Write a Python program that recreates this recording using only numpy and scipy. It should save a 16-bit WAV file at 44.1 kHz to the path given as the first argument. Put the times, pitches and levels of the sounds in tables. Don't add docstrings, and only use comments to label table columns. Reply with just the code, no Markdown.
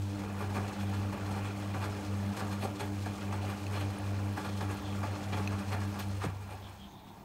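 import sys
import numpy as np
from scipy import signal
from scipy.fft import rfft, irfft, next_fast_len
from scipy.io import wavfile

SR = 44100
rng = np.random.default_rng(int(sys.argv[2]) if len(sys.argv) > 2 else 0)


def store_pcm(level_fs):
    pcm = np.round(np.clip(level_fs, -1, 1) * 32767).astype(np.int16)
    wavfile.write(sys.argv[1], SR, np.atleast_2d(pcm).T)


N = 319284
TIME = np.arange(N) / SR
MAINS_HUM_HZ, POWER_OFF_S = 99.96, 6.15

# peak t/s, rise/s, then relative level/dB of thud, splat and spray
SLAPS = [(0.415, 0.02, -45, -39, -47.5), (0.568, 0.015, -39.5, -36, -46.5), (0.813, 0.015, -60, -53, -48),
         (0.95, 0.016, -63, -45, -51.5), (1.128, .003, -43, -44, -50.5), (1.314, 0.0071, -45, -47, -46),
         (1.38, .028, -43.5, -42, -52), (1.464, 0.018, -48, -42.5, -48.5), (1.747, .007, -42, -39, -51),
         (1.846, 0.021, -43, -36.5, -45.5), (2.375, 0.0062, -45, -43, -45),
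         (2.4, 0.0047, -42, -37.5, -44.5), (2.528, .009, -63, -41.5, -47.5),
         (2.643, 0.02, -38.5, -46, -44.5), (2.81, 0.01, -40, -39.5, -45), (3.062, .003, -42, -42.5, -49.5),
         (3.329, .004, -45, -39.5, -47), (3.433, 0.01, -45, -57, -52), (3.505, 0.017, -45.5, -40, -48),
         (3.77, 0.041, -47, -41, -48.5), (3.817, 0.012, -41.5, -46, -48), (4.38, 0.0081, -40.5, -35.5, -47),
         (4.457, 0.0098, -45.5, -39, -50), (4.612, 0.0044, -42.5, -36.5, -46),
         (4.715, 0.023, -46.5, -39.5, -48.5), (5.035, .003, -40, -38, -56),
         (5.337, 0.0082, -38, -38, -44.5), (5.382, 0.012, -40, -38.5, -50.5),
         (5.529, 0.0076, -57, -39, -54), (5.599, 0.009, -56, -44, -48.5), (5.732, 0.013, -39, -34.5, -43.5),
         (5.818, 0.0027, -47, -40.5, -57), (5.961, 0.017, -44, -44, -63), (6.001, 0.0047, -55, -42.5, -43),
         (6.22, 0.0078, -59, -38.5, -52), (6.245, .012, -42, -37, -41.5), (6.43, 0.014, -64, -49.5, -56),
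         (6.535, 0.033, -51, -52, -55.5), (6.7, 0.02, -74, -72, -61)]
# f/Hz, relative level/dB
SPLAT_SPECTRUM = [(500, -37), (900, 11), (1300, 8), (1800, 5.5), (2500, -2.5), (3200, -28), (5000, -9.5)]


def from_db(db):
    return 10 ** (np.asarray(db) / 20)


def rms_one(x):
    return x / np.sqrt(np.mean(x ** 2) + 1e-20)


def in_time(rows):
    times, *columns = np.transpose(rows)
    return [np.interp(TIME, times, column) for column in columns]


def drift(hz):
    hop, settle = 40, 2000
    r = np.exp(-2 * np.pi * hz * hop / SR)
    slow = signal.lfilter([1], [1, -2 * r, r * r], rng.standard_normal(N // hop + settle + 2))[settle:]
    return np.interp(np.arange(N) / hop, np.arange(len(slow)), rms_one(slow))


def coloured(x, spectrum):
    size = next_fast_len(N)
    hz, db = np.transpose(spectrum)
    bins = np.arange(size // 2 + 1) * SR / size + 1
    curve = np.interp(np.log(bins), np.log(hz), db)
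    skirts = np.minimum(bins / hz[0], 1) ** 2 * np.minimum(hz[-1] / bins, 1) ** 2
    return rms_one(irfft(rfft(x, size) * from_db(curve) * skirts, size)[:N])


def resonance(x, hz, width_hz):
    r = np.exp(-np.pi * width_hz / SR)
    feedback = [1, -2 * r * np.cos(2 * np.pi * hz / SR), r * r]
    return signal.lfilter(np.array([1, 0, -1]) * (1 - r * r) / 2, feedback, x + 1e-18)


def wavering(hz, unsteady, drift_hz):
    phase = 2 * np.pi * (hz * TIME + rng.random())
    steady = np.sqrt(2 * (1 - unsteady ** 2)) * np.sin(phase)
    wander = drift(drift_hz) * np.sin(phase) + drift(drift_hz) * np.cos(phase)
    return rms_one(steady + unsteady * wander)


def released(seconds):
    return np.exp(-(np.maximum(TIME - POWER_OFF_S, 0) / seconds) ** 2)


def motor():
    # t/s, throb lag/s, drone/dB, hum/dB, buzz/dB, upper buzz lift/dB
    load_curve = [(0.0, -0.036, -33.5, -44, -44, -0.5), (0.18, -0.046, -45, -54, -43, 6),
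                  (0.35, 0.03, -37.5, -52, -46.5, -5), (0.6, -0.013, -40.5, -41.5, -41.5, -4),
                  (1.07, 0.035, -36.5, -43.5, -40, -1), (1.45, -0.011, -48, -39, -45.5, 0.5),
                  (2.05, 0.068, -36.5, -45, -43.5, 1.5), (2.4, -0.0069, -42, -42, -41, -5),
                  (2.7, -0.0071, -44, -43, -43.5, 2.5), (3.4, 0.0034, -38.5, -46.5, -44, -0.5),
                  (4.1, -0.028, -38, -41, -44.5, 3.5), (4.45, .035, -39, -43.5, -43, 2.5),
                  (4.95, -0.019, -40, -45, -45.5, 3), (5.55, 0.018, -36.5, -44, -43, 0),
                  (6.0, -0.056, -38.5, -47, -44, 0.5)]
    # multiple of the hum, relative level/dB, unsteadiness/0-1
    partials = [(2, 0, 0.4), (3, -5.5, 0.45), (4, -18.5, 1), (5, -18.5, 0.53), (6, -19, 0.52)]
    throb_hz, trough_s = 2.46, 3.58
    lag, drone_db, hum_db, buzz_db, edge_db = in_time(load_curve)
    mains = 2 * np.pi * MAINS_HUM_HZ * TIME
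    beat = 2 * np.pi * throb_hz * (TIME - trough_s - lag)
    drone = from_db(drone_db + 0.77 * drift(hz=11)) * np.sin(mains - beat + 0.1 * drift(hz=9.6))
    sideband = from_db(-9) * np.sin(mains + beat)
    hum = from_db(hum_db) * (np.sin(mains) + sideband)
    lowest, *upper = [from_db(db) * wavering(k * MAINS_HUM_HZ, unsteady, drift_hz=13.2)
                      for k, db, unsteady in partials]
    buzz = (lowest + from_db(edge_db) * sum(upper)) * from_db(buzz_db + 0.83 * drift(hz=7.7))
    buzz *= 1 - 0.091 * np.cos(beat)
    return (np.sqrt(2) * hum + buzz) * released(seconds=0.03) - np.sqrt(2) * drone * released(seconds=0.42)


def boom():
    # t/s, relative level/dB
    swell = [(0.0, -58), (4.1, -55), (4.8, -45), (5.5, -54), (6.5, -46), (7.24, -58)]
    return from_db(in_time(swell)[0] - 7.5) * wavering(70.5, unsteady=0.51, drift_hz=1.6)


def idle():
    # f/Hz, relative level/dB
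    rush_spectrum = [(28, -1), (50, -2), (110, 1.5), (190, 1.5), (260, -4.5), (360, -1), (480, -27),
                     (660, -6.5), (880, -0.5), (1050, -6.5), (1300, -21), (2300, -25), (7000, -47),
                     (15700, -26)]
    hum = wavering(MAINS_HUM_HZ, unsteady=0.46, drift_hz=4.9)
    hum += wavering(2 * MAINS_HUM_HZ, unsteady=1.0, drift_hz=7.3)
    return from_db(-52.5) * coloured(rng.standard_normal(N), rush_spectrum) + from_db(-59.5) * hum


def spurts(per_s, decay_s):
    starts = rng.exponential(1, N) * (rng.random(N) < per_s / SR)
    gush = signal.lfilter([1], [1, -np.exp(-1 / (decay_s * SR))], starts + 1e-18)
    return np.minimum(rms_one(gush - gush.mean()), 4)


def droplets(per_s, spread_db):
    at = np.flatnonzero(rng.random(N) < per_s / SR)
    size, sign = rng.random((2, N), dtype=np.float32)[:, at]
    out = np.zeros(N)
    out[at] = from_db(spread_db * np.minimum(-np.log(1 - size), 4)) * np.sign(sign - .5)
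    return rms_one(out)


def bubbles(per_s, spread_db, q, sizes=22):
    births = droplets(per_s, spread_db)
    size = rng.integers(0, sizes, N)
    pitches = np.geomspace(400, 2800, sizes)
    return rms_one(sum(resonance(births * (size == k), hz, hz / q) for k, hz in enumerate(pitches)))


def shaded(x, depth):
    flicker = sum(drift(hz=17) * resonance(x, hz, hz / 1.6) for hz in np.geomspace(900, 12000, 6))
    return rms_one(x + depth * flicker)


def churn():
    # t/s, relative level/dB of wash and spray
    flow = [(0.0, -62, -56), (0.2, -47.5, -55.5), (0.6, -43, -54.5), (3.3, -45.5, -54), (5.9, -43.5, -54),
            (6.18, -47, -54.5), (6.35, -50, -61), (6.65, -53.5, -59.5), (6.9, -64, -65.5),
            (7.24, -63.5, -67.5)]
    # f/Hz, relative level/dB
    wash_spectrum = [(28, -32), (45, 2), (70, 11), (140, 7), (250, 6.5), (420, 2), (650, -1), (900, -3.5),
                     (1300, -4), (2000, -11), (3000, -13.5), (6000, -78)]
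    spray_spectrum = [(1200, 3.5), (2400, 3.5), (3200, 2.5), (4500, 1), (6500, -1.5), (8500, -4.5),
                      (11000, -9.5), (13000, -13), (15700, -18)]
    wash_db, spray_db = in_time(flow)
    surge = spurts(per_s=35, decay_s=0.012)
    gurgle = rng.standard_normal(N) + from_db(-7) * bubbles(per_s=500, spread_db=1.5, q=17.7)
    patter = rng.standard_normal(N) + from_db(0.5) * droplets(per_s=2500, spread_db=-0.5)
    wash = from_db(wash_db - 0.97 + 0.29 * surge + 1.6 * drift(hz=1)) * coloured(gurgle, wash_spectrum)
    spray = from_db(spray_db + 0.76 + surge) * shaded(coloured(patter, spray_spectrum), depth=0.15)
    drops = sum(resonance(droplets(per_s=9.2, spread_db=3.0), hz, 300) for hz in (7200, 10400, 13800))
    return wash + spray + from_db(spray_db - 19.5) * rms_one(drops)


def tub(x, contact):
    # f/Hz, width/Hz, lift/dB at contact 1
    modes = [(414.7, 11, 7.5), (560, 35, 3.5), (767, 68, 7), (846, 37, 7), (1159, 53, 7), (1389, 15, 8.5),
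             (1653, 58, 5), (2415, 58, 7.5), (2616, 39, 4.5), (2994, 26, 5), (3360, 57, 5.5),
             (4213, 40, 9.5), (5200, 22, 7), (6500, 93, 5.5), (8250, 84, 7.5), (11420, 120, 7)]
    rung = x + sum((from_db(db * contact) - 1) * resonance(x, hz, width) for hz, width, db in modes)
    return np.std(x) * rms_one(rung)


def slaps():
    # decay/s of thud, splat and spray
    fall_s = [0.021, 0.017, 0.013]
    lag_s = np.array([[.004], [0], [-.002]])
    power = np.zeros((3, N))
    for peak_s, rise_s, *levels in SLAPS:
        near = slice(max(int((peak_s - .1) * SR), 0), int((peak_s + .2) * SR))
        t = TIME[near] - peak_s - lag_s
        rising = np.exp(-np.abs(t / rise_s) ** 1.86)
        falling = np.exp(-np.abs(t / np.array(fall_s)[:, None]))
        power[:, near] += from_db(levels)[:, None] ** 2 * np.where(t < 0, rising, falling)
    # f/Hz, relative level/dB
    thud_spectrum = [(30, -18), (55, -7), (130, 10), (280, 5), (450, 3.5), (800, 0), (1100, -10),
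                     (2000, -14.5)]
    spray_spectrum = [(1800, 5.5), (3000, 6), (4300, 1.5), (6000, -4), (8500, -4), (11500, -7.5),
                      (15700, -16)]
    thud, splat, spray = np.sqrt(power)
    thud *= coloured(droplets(per_s=3000, spread_db=5.5), thud_spectrum)
    splat *= coloured(droplets(per_s=4000, spread_db=3.0), SPLAT_SPECTRUM)
    spray *= shaded(coloured(droplets(per_s=6300, spread_db=-2.5), spray_spectrum), depth=0.38)
    return from_db(2.5) * thud + from_db(-5.0) * splat + from_db(0.5) * spray


def smacks():
    flat_rise_s, lead_s, t60_s = 0.0096, 0.0032, 0.032
    envelope = np.zeros(N)
    t = np.arange(SR // 10) / SR
    strike = from_db(-60 * t / t60_s) * (1 - np.exp(-t / .0006))
    for peak_s, rise_s, _, splat_db, _ in SLAPS:
        start = int((peak_s - lead_s) * SR)
        flatness = np.exp(-(rise_s / flat_rise_s) ** 2)
        envelope[start:start + len(t)] += flatness * from_db(splat_db + 5.5) * strike
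    return envelope * coloured(rng.standard_normal(N), SPLAT_SPECTRUM)


def thumps(rings=9):
    # t/s, level/dB of each ring, sinking time/s, nominal lowest f/Hz
    falls = [(0.566, -48, 0.024, 294), (2.634, -45, 0.024, 474), (6.236, -38, 0.0225, 117)]
    out = np.zeros(N)
    t = np.arange(SR // 4) / SR
    for at_s, db, sinking_s, lowest_hz in falls:
        for step, hz in enumerate(np.geomspace(1300, lowest_hz, rings)):
            age = t / (0.00081 + 1.84 / hz)
            detune = 1 + 0.13 * rng.standard_normal()
            ring = age * np.exp(1 - age) * np.sin(2 * np.pi * (hz * t * detune + rng.random()))
            start = int((at_s + sinking_s * (step / rings) ** 1.437) * SR)
            out[start:start + len(t)] += from_db(db) * ring
    return out


def seeps():
    # peak t/s, length/s, centre f/Hz, level/dB
    squeezes = [(0.889, .18, 3400, -64), (1.46, 0.16, 2450, -56), (1.6, 0.4, 3120, -64),
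                (3.145, 0.079, 3260, -62), (4.542, 0.2, 3300, -60.5), (4.88, 0.17, 3300, -58),
                (5.997, .009, 13700, -48), (6.655, 0.048, 3330, -57.5), (6.83, .057, 3250, -56.5),
                (6.903, .06, 6420, -71), (6.98, 0.24, 3560, -65.5)]
    out = np.zeros(N)
    suds = droplets(per_s=3300, spread_db=1.0)
    for peak_s, length_s, hz, db in squeezes:
        near = np.abs(TIME - peak_s) < 2 * length_s
        width_hz = 0.18 * hz
        fizz = resonance(resonance(suds[near], hz, width_hz), hz, width_hz)
        swell = np.exp(-2 * ((TIME[near] - peak_s) / length_s) ** 2)
        out[near] += from_db(db) * swell * rms_one(fizz)
    return out


def pops():
    # t/s, nominal f/Hz, level/dB, t60/s, overtone share/0-1
    pockets = [(3.667, 2520, -35.5, 0.019, .4), (3.985, 9550, -41.5, 0.022, 0.05),
               (5.24, 11500, -51, 0.012, 0.03), (5.475, 2450, -26.5, 0.022, 0.32),
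               (6.508, 8300, -50, 0.023, 0.1)]
    out = np.zeros(N)
    t = np.arange(SR // 10) / SR
    for at_s, hz, db, t60, overtones in pockets:
        partials = [(1, 0.98, 1), (1.64, overtones, 1), (2.45, overtones * 1.4, .35)]
        turns = hz * (t + 0.044 * (t - 0.0019 * (1 - np.exp(-t / 0.0067))))
        ring = sum(strength * np.sin(2 * np.pi * ratio * turns) * from_db(-60 * t / (t60 * life))
                   for ratio, strength, life in partials)
        snap = 0.34 * overtones * rng.standard_normal(len(t)) * np.exp(-t / 0.0027)
        start = int(at_s * SR)
        out[start:start + len(t)] += from_db(db) * (ring + snap) * (1 - np.exp(-t / 0.00013))
    return out


def scene():
    load = tub(churn(), contact=0.82) + tub(slaps() + smacks(), contact=1.28)
    return (motor() + boom() + load + thumps() + pops() + seeps() + idle())[None]


def record(dry):
    cutoff_hz = 15700
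    return signal.sosfilt(signal.ellip(12, .1, 80, cutoff_hz, fs=SR, output="sos"), dry)


dry = scene()
out = record(dry)
store_pcm(out)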